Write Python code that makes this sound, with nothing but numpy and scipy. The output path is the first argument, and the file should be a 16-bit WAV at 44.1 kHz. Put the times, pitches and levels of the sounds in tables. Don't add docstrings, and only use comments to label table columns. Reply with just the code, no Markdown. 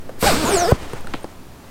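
import sys
import numpy as np
from scipy import signal
from scipy.fft import rfft, irfft
from scipy.io import wavfile

SR = 44100
rng = np.random.default_rng(int(sys.argv[2]) if len(sys.argv) > 2 else 0)


def materialize(psi):
    bounded = np.clip(np.atleast_2d(psi).T, -1, 1)
    quanta = np.round(bounded * 32767).astype(np.int16)
    wavfile.write(sys.argv[1], SR, quanta)


N = 74970
T = np.arange(N) / SR

# time_s, pitch_hz, clear_tone_db, breathy_tone_db
SLIT_WHISTLE = [(.44, 11300, -48, -60), (.467, 10370, -38.5, -51), (.495, 9720, -40, -43),
                (.522, 8900, -29.5, -38), (.55, 7870, -27, -41), (.575, 7000, -31.5, -30),
                (.60, 6250, -27, -26), (.63, 5660, -29, -36), (0.651, 5165, -45, -30),
                (.71, 4750, -62, -45)]
# frequency_hz, level_db
VINYL_COLOUR = [(100, -2.5), (350, 9), (1300, -7), (2200, -17), (4300, -37), (9000, -29), (16000, -45)]


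def amp(db):
    return 10 ** (np.asarray(db) / 20)


def unit(x):
    return x / np.sqrt(np.mean(x ** 2) + 1e-20)


def add(mix, start_s, sound):
    part = mix[max(round(start_s * SR), 0):][:len(sound)]
    part += sound[:len(part)]


def colour(x, points):
    hz, db = np.transpose(points)
    bins_hz = np.fft.rfftfreq(len(x), 1 / SR)
    gain = amp(np.interp(np.log(bins_hz + 1), np.log(hz + 1), db))
    return irfft(rfft(x) * gain, len(x))


def noise(points):
    return unit(colour(rng.standard_normal(N), points))


def wander(hz):
    bins_hz = np.fft.rfftfreq(N, 1 / SR)
    return unit(irfft(rfft(rng.standard_normal(N)) * np.exp(-(bins_hz / hz) ** 2), N))


def gate(start_s, end_s, fade_s=0.0063):
    return np.clip(np.minimum(T - start_s, end_s - T) / fade_s + 1, 0, 1)


def level(time_s, db):
    return amp(np.interp(T, time_s, db)) * gate(time_s[0], time_s[-1])


def phase(hz):
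    return 2 * np.pi * np.cumsum(hz) / SR


def noise_band(hz, width_hz):
    angle = phase(hz * np.ones(N))
    return unit(wander(width_hz) * np.cos(angle) + wander(width_hz) * np.sin(angle))


def zipper(jitter=0.0134, shimmer_db=3):
    # time_s, pitch_hz, base_tone_db, octave_db
    pull = [(.23, 470.7, -36, -32), (.243, 528.1, -12.5, -22.5), (.256, 691.4, -26.5, -21.5),
            (.27, 831, -13.5, -30), (.293, 753.3, -20, -28.5), (.308, 577.7, -22, -29.5),
            (.33, 311.4, -23, -40), (.347, 225.7, -22.5, -34), (.366, 274.3, -22, -38),
            (.395, 319.1, -27, -40), (.437, 305.9, -19.5, -25.5), (.453, 214.8, -26, -24),
            (.479, 250.2, -25.5, -37), (.49, 350.3, -19, -35), (.505, 353.9, -41, -27),
            (.518, 406.9, -22, -30), (.556, 379.1, -18.5, -33.5), (0.566, 343.2, -29.5, -22.5),
            (.615, 352, -26, -21.5), (.657, 337, -26.5, -19), (.68, 426.6, -18.5, -31),
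            (.695, 474.4, -15, -62), (.718, 518.4, -23, -20)]
    # pitch_multiple, level_db
    overtones = [(3, -36), (4, -39), (5, -41.5)]
    ring_hz, ring_width_hz, ring_db = 1430, 140, 2.5
    time_s, hz, base_db, octave_db = np.transpose(pull)
    pitch = np.interp(T, time_s, hz)
    tooth_phase = phase(pitch * (1 + jitter * wander(hz=137)))
    tones = [(1, level(time_s, base_db)), (2, level(time_s, octave_db))]
    tones += [(round(multiple), amp(db) * gate(time_s[0], time_s[-1])) for multiple, db in overtones]
    buzz = np.zeros(N)
    for multiple, gain in tones:
        boost_db = ring_db * np.exp(-((multiple * pitch - ring_hz) / ring_width_hz) ** 2)
        loudness = gain * amp(boost_db + shimmer_db * wander(hz=61.5))
        buzz += loudness * np.sin(multiple * tooth_phase + 2 * np.pi * rng.random())
    return np.sqrt(2) * buzz, tooth_phase


def air_jet(tooth_phase, chop_depth=0.2, flutter_db=0.06):
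    # time_s, bass_db, low_mids_db, roar_db, hiss_db, fizz_db
    jet_levels = [(.185, -67, -78, -53, -55, -57), (.213, -55, -58, -45, -34, -30.5),
                  (0.238, -24.5, -27.5, -19.5, -22.5, -29.5), (.28, -20.5, -27.5, -26.5, -18, -30.5),
                  (0.323, -34, -24.5, -22, -23.5, -32), (.40, -24.5, -30.5, -30.5, -27.5, -44.5),
                  (.50, -32.5, -28, -22, -28.5, -36), (.535, -28, -31.5, -26, -25.5, -38),
                  (.60, -22.5, -37.5, -28, -29.5, -45), (.66, -38, -38, -30, -32, -43),
                  (.718, -21, -35, -26, -32, -40.5), (0.726, -55, -22.5, -19, -38.5, -73),
                  (.76, -51, -33, -84, -47, -77)]
    # frequency_hz, level_db
    bass_colour = [(20, 5.5), (50, -8.5), (95, 2), (150, -28), (400, -36)]
    low_mids_colour = [(70, -21), (140, -5), (270, -7), (450, -15), (1000, -71)]
    roar_colour = [(200, -19.5), (400, 1.5), (650, -0.5), (1000, -5.5), (1500, -4), (2200, -21),
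                   (5000, -44)]
    hiss_colour = [(400, -17), (1550, 0.5), (1950, 0.5), (2430, 3.5), (2750, 1), (3200, 0), (4000, 2),
                   (4800, 2), (6500, -6.5), (8500, 0), (10000, -14.5), (16000, -55)]
    fizz_colour = [(3000, -23), (8500, -2.5), (11000, -4), (13500, 0.5), (16000, -12)]
    time_s, bass_db, low_mids_db, roar_db, hiss_db, fizz_db = np.transpose(jet_levels)
    chop = (1 + chop_depth * np.cos(tooth_phase)) * amp(flutter_db * wander(hz=202))
    bass = level(time_s, bass_db) * noise(bass_colour)
    low_mids = level(time_s, low_mids_db) * noise(low_mids_colour)
    roar = level(time_s, roar_db) * noise(roar_colour)
    hiss = level(time_s, hiss_db) * noise(hiss_colour)
    fizz = level(time_s, fizz_db) * noise(fizz_colour)
    return chop * (bass + low_mids + roar + slit_echo(hiss) + fizz)


def slit_echo(hiss, strength=0.46, fade_in_s=(0.45, 0.5)):
    time_s, hz, _, _ = np.transpose(SLIT_WHISTLE)
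    round_trip_s = 3 / np.interp(T, time_s, hz)
    echo = np.interp(T - round_trip_s, T, hiss)
    gain = np.interp(T, fade_in_s, [0, strength])
    return (hiss + gain * echo) / np.sqrt(1 + gain ** 2)


def whistle(flutter_db=3.0, waver=0.0077):
    # start_s, end_s, pitch_ratio, level_db, width_hz
    side_tones = [(0.54, .58, 1.305, -36, 230), (0.454, 0.503, .685, -30.5, 710),
                  (.529, .545, .665, -33, 210)]
    time_s, hz, clear_db, breathy_db = np.transpose(SLIT_WHISTLE)
    pitch = np.interp(T, time_s, hz)
    wavering_pitch = pitch * (1 + waver * wander(hz=390))
    clear = unit(np.sin(phase(wavering_pitch)) * amp(flutter_db * wander(hz=153)))
    breathy = noise_band(pitch, width_hz=500)
    out = level(time_s, clear_db) * clear + level(time_s, breathy_db) * breathy
    for start_s, end_s, ratio, db, width_hz in side_tones:
        out += gate(start_s, end_s) * amp(db) * noise_band(pitch * ratio, width_hz)
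    return out


def vinyl_jerk(first_hz, last_hz, glide_s, rise_s, decay_s):
    pitch = last_hz + (first_hz - last_hz) / (1 + T / glide_s)
    rise = 1 - np.exp(-T / rise_s)
    fall = (1 + T / decay_s) * np.exp(-2 * T / decay_s)
    return -np.sin(phase(pitch)) * rise * fall


def stop_thump(rise_s=0.0008):
    # start_s, level_db, first_pitch_hz, last_pitch_hz, glide_s, decay_s
    jerks = [(0.7202, 7, 781, 454, 0.00039, 0.0025), (0.7238, 2, 223, 12, 0.003, 0.0086)]
    out = np.zeros(N)
    for start_s, db, first_hz, last_hz, glide_s, decay_s in jerks:
        add(out, start_s, amp(db) * vinyl_jerk(first_hz, last_hz, glide_s, rise_s, decay_s))
    return out


def vinyl_snaps(rise_cycles=0.43, rattle_db=-9, rattle_s=0.0077, crack_db=-8.5, tick_s=0.00075):
    # start_s, level_db, first_pitch_hz, last_pitch_hz, glide_s, decay_s, tick_db, tick_hz
    snaps = [(0.0931, -17, 930, 450, 0.00052, 0.0051, -35, 1410),
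             (0.2272, -4.5, 930, 357, 0.00048, 0.0036, -27, 2480),
             (0.934, -16.5, 2760, 68.5, 0.00018, 0.0036, -26.5, 8640),
             (0.9349, -18.5, 218, 109, 0.0013, 0.0093, -53, 2500),
             (1.009, -37, 3000, 300, 0.00036, .002, -31, 8600),
             (1.0462, -24.5, 405, 215, .0005, 0.0026, -53, 1200),
             (1.071, -24.5, 2970, 1290, 0.00013, 0.0047, -27, 8600),
             (1.0732, -25, 620, 310, 0.00046, 0.0033, -38.5, 3970),
             (1.1375, -17, 4600, 250, 0.0004, 0.004, -21.5, 4500),
             (1.1411, -16.8, 3900, 330, 0.00045, 0.0042, -22, 3700),
             (1.1513, -21, 400, 120, 0.0005, 0.004, -31, 2470),
             (1.2108, -36, 1400, 400, 0.00038, 0.004, -36, 8700),
             (1.244, -17, 1000, 185, 0.0006, 0.0064, -29, 4000)]
    out = np.zeros(N)
    for start_s, db, first_hz, last_hz, glide_s, decay_s, tick_db, tick_hz in snaps:
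        body = vinyl_jerk(first_hz, last_hz, glide_s, rise_cycles / first_hz, decay_s)
        rattle = amp(rattle_db) * noise(VINYL_COLOUR) * np.exp(-T / rattle_s)
        ping = noise_band(tick_hz, width_hz=470)
        crack = amp(crack_db) * noise_band(tick_hz, width_hz=tick_hz)
        tick = (ping + crack) * np.exp(-T / tick_s)
        add(out, start_s, amp(db) * (body + rattle) + amp(tick_db) * tick)
    return out


def squeaks():
    # start_s, end_s, first_pitch_hz, last_pitch_hz, level_db
    rubs = [(0.23, 0.304, 610, 581, -24), (0.328, 0.344, 1213, 1050, -28.5), (0.451, 0.493, 870, 1114, -23),
            (1.23, 1.237, 9000, 8700, -44)]
    out = np.zeros(N)
    for start_s, end_s, first_hz, last_hz, db in rubs:
        progress = np.clip((T - start_s) / (end_s - start_s), 0, 1)
        swell = np.sqrt(2 * abs(np.sin(np.pi * progress)))
        pitch = first_hz + (last_hz - first_hz) * progress
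        out += amp(db) * swell * np.sin(phase(pitch))
    return out


def crease():
    # start_s, level_db, pitch_hz, width_hz, decay_s
    fold = (1.144, -35, 2700, 1000, .021)
    start_s, db, hz, width_hz, decay_s = fold
    fade = gate(start_s, T[-1]) * np.exp(-np.maximum(T - start_s, 0) / decay_s)
    crackle = unit(noise_band(hz, width_hz) * wander(width_hz))
    return amp(db) * fade * crackle


def sigh(flutter_db=0.95, crinkles_per_s=140, crinkle_db=-9, spread_db=-1.5):
    # time_s, level_db
    sigh_levels = [(.70, -51), (.745, -32.5), (.78, -38), (.83, -32.5), (0.889, -37), (.97, -35.5),
                   (1.05, -44), (1.13, -40), (1.22, -45.5), (1.32, -47.5), (1.45, -68), (1.7, -49)]
    # frequency_hz, level_db
    sigh_colour = [(30, 1.5), (90, 4), (200, -5.5), (400, -2), (1100, -6), (2000, -10.5), (3000, -14),
                   (5000, -19), (8800, -23.5), (10500, -28.5), (16000, -35)]
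    clicks = (rng.random(N) < crinkles_per_s / SR) * rng.choice([-1, 1], N)
    click_sizes = amp(spread_db * np.minimum(rng.exponential(1, N), 3))
    crinkles = amp(crinkle_db) * unit(colour(clicks * click_sizes, VINYL_COLOUR))
    air = noise(sigh_colour) * amp(flutter_db * wander(hz=40))
    return level(*np.transpose(sigh_levels)) * (air + crinkles)


def background(garden_db=-42):
    # time_s, level_db
    gust_levels = [(0, -33), (.2, -26), (.35, -21), (.45, -36), (.85, -26), (1.2, -34), (1.7, -48)]
    finger_levels = [(0, -46), (.1, -43.5), (0.199, -44)]
    # frequency_hz, level_db
    garden_colour = [(18, -47), (30, -8), (48, -8), (81, -1), (215, -7), (258, -4), (484, -14.5),
                     (699, -13.5), (1460, -20), (2160, -24.5), (15900, -35)]
    gust_colour = [(0, -12), (3, 4.5), (10, 8), (25, -57), (60, -12), (200, -81), (1000, -88)]
    finger_colour = [(40, -14), (170, 5), (420, 8), (800, -7), (2000, -11), (9000, -43), (16000, -36)]
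    garden = amp(garden_db) * noise(garden_colour)
    gusts = level(*np.transpose(gust_levels)) * noise(gust_colour)
    fingers = level(*np.transpose(finger_levels)) * noise(finger_colour)
    return garden + gusts + fingers


def scene(scatter_s=0.0028):
    # frequency_hz, level_db
    side_colour = [(50, -43), (500, -49), (1400, -63), (3000, -52), (10000, -21.5)]
    buzz, tooth_phase = zipper()
    middle = buzz + squeaks() + air_jet(tooth_phase) + whistle()
    middle = middle + stop_thump() + vinyl_snaps() + crease() + sigh() + background()
    echoes = rng.standard_normal(N) * T * np.exp(-T / scatter_s)
    scattered = signal.fftconvolve(middle, echoes / np.linalg.norm(echoes))[:N]
    side = colour(scattered, side_colour)
    return np.array([middle + side, middle - side])


def record(dry, ceiling=0.93, cutoff_hz=15950):
    rounded = dry / (1 + (dry / ceiling) ** 8) ** (1 / 8)
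    treble_cut = signal.firwin(511, cutoff_hz, window=("kaiser", 9), fs=SR)
    return signal.oaconvolve(rounded, treble_cut[None], "same")


dry = scene()
out = record(dry)
materialize(out)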